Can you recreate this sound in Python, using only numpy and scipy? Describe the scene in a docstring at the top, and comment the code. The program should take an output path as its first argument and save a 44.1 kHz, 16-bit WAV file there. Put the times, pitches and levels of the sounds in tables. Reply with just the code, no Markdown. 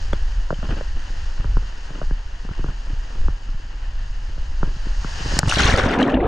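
"""A plunge into a pool ends a ride down a dark, enclosed water slide, heard by a camera the rider carries.
At the exit a wave slaps the case (noise bursts), spray bursts over it and the sound sinks into churning
bubbles (gliding, decaying sines). Before that, stray drops knock on the case (struck modes) and spatter
drums on it, the sheet of water hisses in the tube (filtered noise and clicks) and air buffets the
microphone (very low noise)."""
import sys
import numpy as np
from scipy import signal
from scipy.fft import rfft, irfft, next_fast_len
from scipy.io import wavfile
from scipy.ndimage import uniform_filter1d, map_coordinates

SR = 44100
rng = np.random.default_rng(int(sys.argv[2]) if len(sys.argv) > 2 else 0)


def output_pcm(signal):
    """Save a mono or channel-first signal as 16-bit PCM at the path in sys.argv[1].

    Samples are clipped to [-1, 1] before scaling.
    """
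    pcm = np.clip(np.atleast_2d(signal).T, -1, 1) * 32767
    wavfile.write(sys.argv[1], SR, np.round(pcm).astype(np.int16))


N = 276507
TIME, FREQ = np.arange(N) / SR, np.fft.rfftfreq(N, 1 / SR)


def gain_of(db):
    """Decibels to amplitude."""
    return 10 ** (np.asarray(db) / 20)


def evened(x):
    """Scales to an rms of one."""
    return x / np.sqrt(np.mean(x ** 2) + 1e-20)


def read(points, hz=FREQ):
    """Reads a spectrum along a log-frequency axis."""
    point_hz, value = np.transpose(points)
    return np.interp(np.log(hz + 1), np.log(point_hz + 1), value)


def curves(rows):
    """Each column of a curve table at every sample."""
    s, *columns = np.transpose(rows)
    return [np.interp(TIME, s, column) for column in columns]


def coloured(x, db):
    """Filters by a gain in dB for each frequency."""
    size = next_fast_len(N + 4096)
    gain = gain_of(np.interp(np.fft.rfftfreq(size, 1 / SR), FREQ, db))
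    return irfft(rfft(x, size) * gain, size)[..., :N]


def spread(pair, side):
    """Two signals become the middle and the coloured side of the microphone pair."""
    wide = coloured(pair[1], read(side))
    return np.array([pair[0] + wide, pair[0] - wide])


def add(mix, s, sound):
    """Mixes a sound in at a time."""
    part = mix[..., round(s * SR):][..., :sound.shape[-1]]
    part += sound[..., :part.shape[-1]]


def drift(per_s):
    """Smooth chance of rms one, with per_s new values a second."""
    knots = rng.standard_normal(4096)
    return evened(map_coordinates(knots, [TIME * per_s], order=2, mode="wrap"))


def impacts(per_s, range_db, count=N):
    """Two trains of random clicks, most small and a few large."""
    chance = rng.random((2, count))
    size = np.minimum(rng.exponential(1, (2, count)), 4)
    return (chance < per_s / SR) * gain_of(range_db * size) * rng.choice([-1., 1.], (2, count))


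def surge(s, db, width_s):
    """The power of a bell-shaped surge around a moment."""
    return gain_of(db) ** 2 * np.exp(-.5 * ((TIME - s) / width_s) ** 2)


def swell(crest_s, crest_db, rise_db_per_s, fall_db_per_s):
    """A level in dB that climbs steadily to a crest and sinks again."""
    before_s, after_s = np.maximum(crest_s - TIME, 0), np.maximum(TIME - crest_s, 0)
    return crest_db - rise_db_per_s * before_s - fall_db_per_s * after_s


def bubble(hz, t60_s, rise):
    """A pocket of air rings and climbs in pitch as it nears the surface."""
    t = np.arange(int(max(t60_s, .001) * SR)) / SR
    ring = np.sin(2 * np.pi * hz * t * (1 + rise * t / t60_s))
    return ring * np.exp(-np.log(1000) * t / t60_s) * (1 - np.exp(-2 * hz * t))


CLUMPS_PER_S = 90
BUBBLE_DETUNE, RING_SPREAD, GLIDE_SPREAD = .03, 1.5, .3  # +- share of pitch, factor up or down, +- rise


def fizz(lo_hz, hi_hz, per_s, cycles, range_db, wash_db, rise, clump_db, count=40):
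    """Bubble cloud: each size has its own clumps, ring and glide, over a fine crackle of droplets."""
    out, start = np.zeros((2, N)), int(5.3 * SR)
    beat = (TIME[start:] - TIME[start]) * CLUMPS_PER_S
    for hz in np.geomspace(lo_hz, hi_hz, count):
        detune, ring, glide = rng.uniform(-1, 1, 3)
        t60_s = cycles / hz * RING_SPREAD ** ring
        grain = bubble(hz * (1 + BUBBLE_DETUNE * detune), t60_s, rise + GLIDE_SPREAD * glide)
        clumps = gain_of(clump_db * np.interp(beat, np.arange(256), rng.uniform(-1, 1, 256)))
        births = clumps * impacts(per_s / count, range_db, N - start)
        out[:, start:] += hz * signal.oaconvolve(births, grain[None], axes=1)[:, :N - start]
    wash = evened(impacts(per_s=5000, range_db=3, count=N - start))
    out[:, start:] = evened(out[:, start:]) + gain_of(wash_db) * wash
    return out


# cloud spectra, large bubbles to fine spray: (frequency [Hz], level [dB])
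CHURN_COLOUR = [(45, -7), (90, -8), (150, -13), (200, -5), (250, -2.5), (350, -7.5), (500, -6.5),
                (700, -9.5), (900, -16), (1300, -12), (2000, -68)]
SPLASH_COLOUR = [(400, -23), (750, 0), (1100, 3), (1600, 6), (2150, -.5), (2800, -2.5), (4100, -16),
                 (4900, -30), (8000, -82)]
SPRAY_COLOUR = [(1900, -6), (3300, -0.5), (4100, -1.5), (5000, -4.5), (6400, -7), (7900, -15.5),
                (9300, -21), (10200, -27), (12000, -32), (13500, -43), (16000, -68)]
# stereo width of water on the case: (frequency [Hz], side against mid [dB])
POOL_SIDE = [(100, -17.5), (250, -24), (400, -13), (600, -7), (1060, -10.5), (1600, -12), (2300, -7.5),
             (3600, -3.5), (4600, -10.5), (6300, -11.5), (10600, -6)]
# displaced water sloshes back over the camera and lifts all the clouds: (time [s], lift [dB])
SLOSHES = [(5.6, 3.5), (5.685, 4.5), (5.785, 4), (5.86, 3), (5.945, 2), (6.005, 3.5), (6.08, 1.5),
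           (6.15, 3), (6.25, 1.5)]
SLOSH_WIDTH_S = .016
# the camera enters the pool, is deep enough for the large bubbles, then the water closes over it
ENTRY_S, CHURN_START_S, UNDER_S, CLOSING_S = 5.484, 5.567, 6.118, .035
SPRAY_MUFFLE_DB, SPLASH_MUFFLE_SHARE = -14, .26
NARROW_S, NARROWING_DB_PER_S = 5.83, 20  # bubbles draw to the middle as the camera sinks


def plunge():
    """Spray and splash burst over the case; as the camera sinks, larger bubbles take over."""
    muffle_db = SPRAY_MUFFLE_DB * np.clip((TIME - UNDER_S) / CLOSING_S, 0, 1)
    bursts = drift(80)
    slosh_db = sum(db * np.exp(-.5 * ((TIME - s) / SLOSH_WIDTH_S) ** 2) for s, db in SLOSHES)
    side_gain = gain_of(np.clip(NARROWING_DB_PER_S * (NARROW_S - TIME), -5, 5))
    width = np.array([np.ones(N), side_gain])

    churn = (TIME > CHURN_START_S) * width * fizz(
        110, 999, per_s=1100, cycles=19, range_db=1, wash_db=-16, rise=.25, clump_db=1.5)
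    churn_db = swell(crest_s=6.0, crest_db=-22, rise_db_per_s=19, fall_db_per_s=8)

    splash = width * fizz(
        724, 4400, per_s=2600, cycles=19, range_db=2.0, wash_db=-10, rise=.18, clump_db=6)
    splash_db = swell(crest_s=5.62, crest_db=-23.3, rise_db_per_s=95, fall_db_per_s=19)
    splash_db = splash_db + SPLASH_MUFFLE_SHARE * muffle_db + 1.7 * bursts

    spray = fizz(2960, 11000, per_s=3200, cycles=28, range_db=2.5, wash_db=-8, rise=.1, clump_db=7)
    spray_db = swell(crest_s=5.62, crest_db=-27, rise_db_per_s=35, fall_db_per_s=53)
    spray_db = spray_db + muffle_db + 1.8 * bursts

    clouds = [(churn, CHURN_COLOUR, churn_db), (splash, SPLASH_COLOUR, splash_db),
              (spray, SPRAY_COLOUR, spray_db)]
    wet = TIME > ENTRY_S
    out = np.zeros((2, N))
    for cloud, colour, level_db in clouds:
        water = spread(coloured(cloud, read(colour)), POOL_SIDE)
        out += gain_of(level_db) * water / water.mean(0)[wet].std()
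    return out * gain_of(slosh_db) * uniform_filter1d(wet * 1., size=700)


# water slapping the case: (time [s], relative level [dB], decay to 1/e [s])
SLAPS = [(0.1325, -29, 0.0036), (5.3901, -2.2, 0.0016), (5.4015, -29, .002), (5.427, -38, .002),
         (5.436, -35, .002), (5.474, -25, .006), (5.482, -23, .006), (5.4954, -14.5, .004),
         (5.508, -25, .0015), (5.5135, -19, .002), (5.5365, -23.5, .007), (5.595, -20, .002),
         (5.635, -23, .006), (5.694, -22, 0.0011), (5.762, -24, .003), (5.775, -21, .003),
         (5.853, -28, .004), (5.965, -32, .002), (6.011, -27, 0.002), (6.029, -25, .002),
         (6.044, -34, .0015), (6.078, -31, .002), (6.102, -31, .002), (6.122, -34, .003),
         (6.146, -36, .002), (6.174, -42, .0015), (6.208, -42, .002), (6.221, -42, .003)]
# slap spectrum: (frequency [Hz], level [dB])
SLAP_COLOUR = [(100, -8), (550, 10), (1000, 3), (2000, 2), (3500, -8), (4800, 1), (6500, 3.5), (10000, -7),
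               (11800, -24), (16000, -42)]


def slaps():
    """Sheets of water smack the case in short noise bursts; the harder the slap, the brighter it is."""
    out, t = np.zeros((2, N)), np.arange(2048) / SR
    for s, db, decay_s in SLAPS:
        burst = gain_of(db + 2) * np.exp(-t / decay_s) * rng.standard_normal((2, len(t)))
        burst[1] *= gain_of(-8)  # weak side: both ports are hit almost alike
        soft = np.clip(-db / 42, 0, .9)
        add(out, s, signal.lfilter([1 - soft], [1, -soft], burst))
    return spread(coloured(out, read(SLAP_COLOUR)), POOL_SIDE)


# slugs of water that shove the case: (time [s], peak [dB], width [s])
THUDS = [(.591, -19, .0026), (.634, -23, .0023), (.695, -15, .0039), (.728, -19, .0037), (.769, -22, .0011),
         (1.104, -28, .0012), (1.4, -18.5, .0026), (1.456, -20, .0023), (2.451, -24, .0014),
         (2.513, -16, .003), (2.595, -15.5, .005), (2.692, -18.5, .003), (2.935, -15.5, .0039),
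         (3.548, -23, .0026), (4.769, -23, .0026), (4.871, -20, .0014), (5.262, -16, .004),
         (5.339, -14.5, .00135), (5.368, -16, .003), (5.3915, -10, .002), (5.437, -10, .0021),
         (5.476, -11, .0025), (5.483, -16, .0016), (5.572, -9.5, .0022), (5.611, -11, .0016),
         (5.64, -9, .0034), (5.654, -6.5, .0038), (5.694, -8.5, .0028), (5.742, -5, .004),
         (5.841, -8.5, .0038), (5.863, -7, .0014), (6.253, -11, .003)]


def thuds():
    """Each slug of water is one push of pressure with a shallow rebound on either side."""
    out, t = np.zeros(N), np.arange(-1024, 1024) / SR
    for s, db, width_s in THUDS:
        u = t / width_s
        add(out, s + t[0], gain_of(db) * (1 - u ** 2) / (1 + u ** 2 / 2) ** 3)
    return out


# single bubbles: (time [s], level [dB], starting pitch [Hz], t60 [s])
POCKETS = [(.132, -26, 3300, .02), (.1316, -23, 2000, .009), (.543, -33, 3000, .03), (5.39, -9, 560, .022),
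           (5.4, -22, 1400, .014), (5.411, -28, 800, .02), (5.493, -14.5, 2850, .03),
           (5.4975, -18, 700, .026), (5.4985, -18, 4800, .012), (5.507, -22, 1650, .014),
           (5.5125, -7.5, 2660, .012), (5.5155, -19, 6100, .01), (5.5233, -4, 1380, .013),
           (5.5238, -14, 850, .014), (5.558, -17, 2830, .024), (5.567, -19, 1200, .018),
           (5.572, -12, 603, .024), (5.594, -12, 1550, .039), (5.601, -13, 1330, .025),
           (5.605, -14, 2900, .016), (5.621, -16, 6300, .01), (5.634, -14, 4000, .016),
           (5.644, -16, 6100, .01), (5.669, -11, 1060, .016), (5.671, -12, 3400, .014),
           (5.681, -13, 1400, .025), (5.689, -15, 700, .028), (5.692, -10, 1550, .012),
           (5.717, -19, 5500, .012), (5.724, -15, 2200, .02), (5.739, -11, 1830, .024),
           (5.742, -10, 542, .036), (5.754, -15, 1300, .025), (5.762, -17, 4700, .012),
           (5.783, -14, 760, .02), (5.79, -5.5, 510, .023), (5.7977, -10, 1110, .018),
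           (5.798, -10, 1550, .022), (5.837, -16, 1530, .02), (5.843, -16, 450, .06),
           (5.862, -16, 570, .045), (5.882, -18, 680, .045), (5.891, -23, 4900, .012),
           (5.932, -17, 2050, .025), (5.939, -25, 3450, .028), (5.951, -17, 1050, .022),
           (5.9753, -14, 945, .025), (5.992, -17, 760, .035), (5.999, -21, 2400, .025),
           (6.0165, -9, 1760, .011), (6.017, -17, 2850, .009), (6.027, -18, 3800, .014),
           (6.029, -14.5, 3080, .022), (6.052, -21, 1330, .02), (6.081, -19, 1804, .03),
           (6.085, -19, 1000, .035), (6.087, -18, 580, .05), (6.102, -21, 1720, .024),
           (6.119, -28, 3000, .016), (6.141, -19, 1670, .018), (6.142, -18, 2790, .018),
           (6.146, -23, 3400, .012), (6.1713, -19, 966, .04), (6.204, -20.5, 1980, .02),
           (6.24, -34, 3400, .012), (6.242, -21, 1240, .025), (6.256, -22, 1600, .014)]


def pockets():
    """Single bubbles pop and plop right beside the microphone, each a decaying, rising sine."""
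    out = np.zeros(N)
    for s, db, hz, t60_s in POCKETS:
        add(out, s, gain_of(db) * bubble(hz, t60_s, rise=0.083))
    return out


# big pockets of air dragged under water: (time [s], level [dB], starting pitch [Hz], length [s])
GULPS = [(5.895, -25, 265, .07), (5.905, -24, 380, .06), (5.975, -14.5, 240, .095), (5.985, -22, 485, .045),
         (6.06, -22, 270, .045), (6.118, -22, 585, .035), (6.128, -14.5, 252, .085), (6.135, -17, 50, .12),
         (6.14, -19, 312, .045), (6.175, -19, 290, .04), (6.203, -21, 318, .05), (6.228, -22, 685, .05),
         (6.238, -20, 430, .035)]
GULP_CLIMB, GULP_CREST = .06, .55  # share of pitch gained; exponent, under 1 = early crest
GULP_WOBBLE, GULP_ROUGH = .05, .35  # rms share of pitch, of amplitude


def gulps():
    """A big air pocket swells into a round note that wobbles, sputters and climbs as it shrinks."""
    out, wobble, sputter = np.zeros(N), GULP_WOBBLE * drift(90), 1 + GULP_ROUGH * drift(130)
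    for s, db, hz, length_s in GULPS:
        u = np.clip((TIME - s) / length_s, 0, 1)
        pitch_hz = hz * (1 + GULP_CLIMB * u + wobble)
        phase = 2 * np.pi * np.cumsum(pitch_hz * (u > 0)) / SR
        out += gain_of(db) * np.sin(np.pi * u ** GULP_CREST) * np.sin(phase)
    return out * sputter


# drops that knock on the case:
# (time [s], level [dB], thud trim against it [dB], ring trim against it [dB])
KNOCKS = [(.1284, -22, -4, -20), (.1316, -12, .5, .5), (.5052, -9.5, -2.5, -5), (.5265, -23.5, 10, 13),
          (.629, -22.5, -2, 0), (.691, -21, 1, -15), (.724, -22, -1, -19), (.8103, -22.5, -3, 7.5),
          (1.444, -22.5, 1, -4), (1.5693, -14.5, 2, -25), (1.904, -31, 7, 1), (1.957, -29, 0, -15),
          (2.0156, -19.5, 1.5, 4.5), (2.029, -25, -3, -15), (2.1095, -21.5, 6, -25), (2.451, -29, 2, -15),
          (2.4895, -25.5, 3, -22), (2.514, -28, 0, -15), (2.592, -32, 16, -11), (2.6424, -18, 3.5, -20),
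          (2.663, -28, 2, -15), (2.686, -28, 4, -15), (3.283, -15, 1.5, -17), (4.378, -37, 8, 7),
          (4.6299, -10.5, 1.5, -19), (4.674, -32, 12, -14), (5.0454, -17, -.5, -25), (5.205, -28, 8, -15),
          (5.258, -25, 9, -10), (5.322, -22, 2, 0), (5.367, -22, 9, -15), (5.4312, -7, -12, -25),
          (5.478, -19, 1, -10)]
# modes of the struck case:
# (nominal frequency [Hz], level [dB], t60 [s], rise [s], direction of first swing [+-1])
CASE_MODES = [(1510, 0.5, .0066, .0004, -1), (940, 5, 0.0047, 0.00069, 1), (383, -1, 0.013, 0.00094, -1),
              (268, -4.5, .024, 0.00091, 1), (138.5, 3.5, 0.036, 0.0048, -1)]
CASE_DETUNE = .1  # +- share of mode frequency
RING_NOMINAL_HZ = 634  # also parts click modes from thud modes
RATTLE_DB, RATTLE_DECAY_S = -17, .011  # droplets that a burst drop scatters over the case


def knocks():
    """A drop clicks, thuds by where it lands and scatters droplets; some drops trap air that rings."""
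    out, t = np.zeros((2, N)), np.arange(4096) / SR
    for s, db, thud_db, ring_db in KNOCKS:
        place = 1 + CASE_DETUNE * rng.uniform(-1, 1, len(CASE_MODES))
        click, thud = np.zeros(len(t)), np.zeros(len(t))
        for k, (hz, mode_db, t60_s, rise_s, way) in zip(place, CASE_MODES):
            envelope = gain_of(mode_db - 60 * t / t60_s) * (1 - np.exp(-t / rise_s))
            mode = np.sign(way) * envelope * np.sin(2 * np.pi * hz * k * t)
            if hz > RING_NOMINAL_HZ:
                click += mode
            else:
                thud += mode
        ring = np.sin(2 * np.pi * RING_NOMINAL_HZ * rng.uniform(0.88, 1.05) * t)
        ring *= (1 - np.exp(-t / 0.0014)) * np.exp(-t / 0.0022)
        droplets = impacts(per_s=450, range_db=2, count=len(t))[0] * np.exp(-t / RATTLE_DECAY_S)
        rattle = gain_of(RATTLE_DB) * signal.fftconvolve(droplets, click + thud)[:len(t)]
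        knock = click + rattle + gain_of(thud_db) * thud + gain_of(ring_db + 3.5) * ring
        add(out[0], s + .00012, gain_of(db) * knock)  # the left port lies a little farther away
        add(out[1], s, gain_of(db) * knock)
    return coloured(out, -10 * np.log10(1 + (FREQ / 1850) ** 24))


# flurries of fine spatter on the case: (time [s], level [dB], width [s])
SPATTER = [(.05, -43, .012), (.634, -36, .006), (.662, -33, .011), (.712, -29, .015), (.765, -31, .018),
           (.805, -38, .012), (.985, -42, .015), (1.45, -41, .05), (1.64, -41, .012), (1.958, -35, .014),
           (1.99, -37, .018), (2.59, -39, .012), (2.68, -39, .025), (2.91, -42, .03), (3.17, -42, .06),
           (4.67, -38.5, .035), (4.88, -43, .02), (5.24, -37, .025), (5.36, -31.5, .045), (5.485, -30, .02),
           (5.55, -35, .018), (5.69, -32, .06), (5.85, -30, .03)]
# spatter spectrum: (frequency [Hz], density [dB per Hz])
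SPATTER_COLOUR = [(50, -0.5), (110, 0), (250, -2.5), (380, -7), (700, -14.5), (1750, -15.5), (2150, -29),
                  (2900, -17), (3700, -31.5), (9000, -79)]
SPATTER_FLOOR_DB = -52  # between the flurries


def spatter():
    """Flurries of small drops drum dully on the case: clumped random clicks, filtered."""
    drops = spread(coloured(impacts(per_s=2600, range_db=3), read(SPATTER_COLOUR)), POOL_SIDE)
    clumps = gain_of(3.2 * drift(110))
    power = gain_of(SPATTER_FLOOR_DB) ** 2 + sum(surge(*row) for row in SPATTER)
    return evened(drops * clumps) * np.sqrt(power)


# hiss of water running in the tube: (time [s], relative level [dB])
FLOW = [(0.0, -48.0), (0.5, -52.5), (0.72, -48.5), (0.95, -52.0), (1.2, -48.5), (1.45, -52.5),
        (1.65, -51.0), (2.05, -52.0), (2.25, -55.5), (2.6, -53.0), (2.85, -52.0), (3.15, -52.0),
        (3.4, -55.0), (3.72, -55.5), (4.0, -54.0), (4.7, -53.0)]
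# water spectrum: (frequency [Hz], density [dB per Hz])
FLOW_COLOUR = [(80, 11), (200, -3), (400, -4.5), (700, -1.5), (1300, -5), (1850, -0.5), (2050, -7.5),
               (3700, -13.5), (6800, -21), (7800, -27), (10000, -39), (11300, -50), (15000, -63)]
# resonances of the case around the microphone: (frequency [Hz], width [Hz], boost [dB])
CASE_RESONANCES = [(920, 185, 4), (1563, 570, 4), (2910, 520, 9.5), (4840, 1260, 6), (6550, 700, 6)]
# short echoes off the tube wall: (delay [s], level [dB])
WALL_ECHOES = [(.0037, -26), (.0074, -17.5), (0.0131, -23.5), (0.022, -22.5)]
# stereo width of the flow: (frequency [Hz], side against mid [dB])
FLOW_SIDE = [(250, -11), (420, -6.5), (630, -4), (850, -5), (1100, 3.5), (1400, -13), (1800, -8), (2100, 0),
             (3000, -4), (3600, 0), (4500, -13), (6600, -21), (9000, -12), (11500, -3)]
# gain on the whole flow; the slap leaves the ports wet and shuts the hiss out: (time [s], gain [dB])
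DRENCHED = [(5.385, 2), (5.41, -11.5), (5.47, -7), (5.65, -42)]
# levels before the DRENCHED gain; BODY_FOLLOWS = dB of body per dB of hiss
FLOW_USUAL_DB, BODY_DB, BODY_FOLLOWS = -52.5, -45.6, .7
# the rush at the outlet grows as the rider nears it
OUTLET_S, OUTLET_BODY_DB, OUTLET_TREBLE_DB, APPROACH_DB_PER_S = 5.38, -29.5, -35.3, 35


def flow():
    """The sheet of water hisses and crackles in the tube, through the resonant case; the outlet nears."""
    hiss_db = curves(FLOW)[0]
    near_db = APPROACH_DB_PER_S * np.minimum(TIME - OUTLET_S, 0)
    colour_db = read(FLOW_COLOUR)
    for hz, width_hz, db in CASE_RESONANCES:
        colour_db += db * np.exp(-2 * ((FREQ - hz) / width_hz) ** 2)
    # echoes comb the hiss and make it hollow
    echoes = sum(gain_of(db) * np.exp(-2j * np.pi * FREQ * delay_s) for delay_s, db in WALL_ECHOES)
    colour_db += 20 * np.log10(abs(1 + echoes) + 1e-3)
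    crackle = evened(impacts(per_s=1200, range_db=1))
    water = rng.standard_normal((2, N)) + gain_of(-2) * crackle
    water = spread(coloured(water, colour_db), FLOW_SIDE)
    body = coloured(water, -10 * np.log10(1 + (FREQ / 3700) ** 12))
    treble = water - body
    # both bands flicker, each on its own
    body_db = BODY_DB + BODY_FOLLOWS * (hiss_db - FLOW_USUAL_DB)
    body_gain = np.hypot(gain_of(body_db), gain_of(OUTLET_BODY_DB + near_db))
    body_gain = body_gain * gain_of(.84 * drift(24.8))
    treble_gain = np.hypot(gain_of(hiss_db - 2.9), gain_of(OUTLET_TREBLE_DB + near_db))
    treble_gain = treble_gain * gain_of(.7 * drift(35))
    return gain_of(curves(DRENCHED)[0]) * (body_gain * evened(body) + treble_gain * evened(treble))


def eddies(colour):
    """Slow swirls of pressure of even strength: low noise divided by its own envelope."""
    swirl = signal.hilbert(coloured(rng.standard_normal(N), read(colour)), next_fast_len(N))[:N]
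    return evened(swirl.real / np.sqrt(uniform_filter1d(abs(swirl) ** 2, size=4000)))


# steady push of air on the microphone, following the rider's speed: (time [s], level [dB])
BUFFET = [(0, -26), (1.3, -23.8), (1.85, -28), (2.25, -27.5), (2.95, -26), (3.45, -30), (3.75, -28),
          (4.1, -24), (5.0, -24), (5.15, -26), (5.82, -26), (6.02, -37), (6.27, -28)]
# gusts on top of it: (time [s], level [dB])
GUSTS = [(.12, -17), (.25, -17), (.38, -19), (.72, -21), (.92, -20), (1.22, -21), (1.42, -20), (1.54, -14),
         (2.1, -16.5), (2.63, -20), (2.95, -21), (3.25, -12), (3.52, -24), (3.93, -21), (4.48, -20),
         (4.63, -16), (4.92, -20), (5.35, -21)]
GUST_WIDTH_S = .04
# spectra of draught, gusts and pool wallow: (frequency [Hz], density [dB per Hz])
BUFFET_COLOUR = [(8, -3), (15, 6.5), (24, 3), (36, 1.5), (65, -12), (95, -19.3), (130, -29), (220, -47),
                 (480, -100)]
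GUST_COLOUR = [(8, -3), (15, 5), (26, 5), (36, 0), (65, -12), (95, -21), (130, -33), (400, -100)]
WALLOW_COLOUR = [(15, -14), (40, -3), (65, 0), (95, -5), (140, -16), (220, -31), (480, -80)]


def buffet():
    """Eddies press on both ports alike: steady draught, deeper gusts, then the heave of the pool water."""
    draught = gain_of(curves(BUFFET)[0]) * eddies(BUFFET_COLOUR)
    gust_gain = np.sqrt(sum(surge(s, db, GUST_WIDTH_S) for s, db in GUSTS))
    gusts = gust_gain * eddies(GUST_COLOUR)
    wallow_db = swell(crest_s=5.67, crest_db=-21, rise_db_per_s=30, fall_db_per_s=40)
    return draught + gusts + gain_of(wallow_db) * eddies(WALLOW_COLOUR)


def scene():
    """The ride down the tube, then the pool."""
    pool = plunge() + slaps() + thuds() + pockets() + gulps()
    return pool + knocks() + spatter() + flow() + buffet()


# the two microphone ports differ in colour: (frequency [Hz], left against right [dB])
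PORT_BALANCE = [(200, 0), (340, .5), (600, -.5), (1060, 1), (1900, 3.5), (2700, 4), (3600, 1), (4800, -2.5),
                (6500, -1), (8000, 0), (10000, .5)]
EDGE_HZ = 15400


def record(dry):
    """Each port adds its colour, high peaks overload softly; then the band limit."""
    ports = np.array([coloured(x, sign * read(PORT_BALANCE) / 2) for x, sign in zip(dry, (1, -1))])
    held = ports / (1 + ports ** 6) ** (1 / 6)
    lowpass = signal.firwin(511, EDGE_HZ, window=("kaiser", 9), fs=SR)
    return signal.oaconvolve(held, lowpass[None], "same")


dry = scene()
out = record(dry)
output_pcm(out)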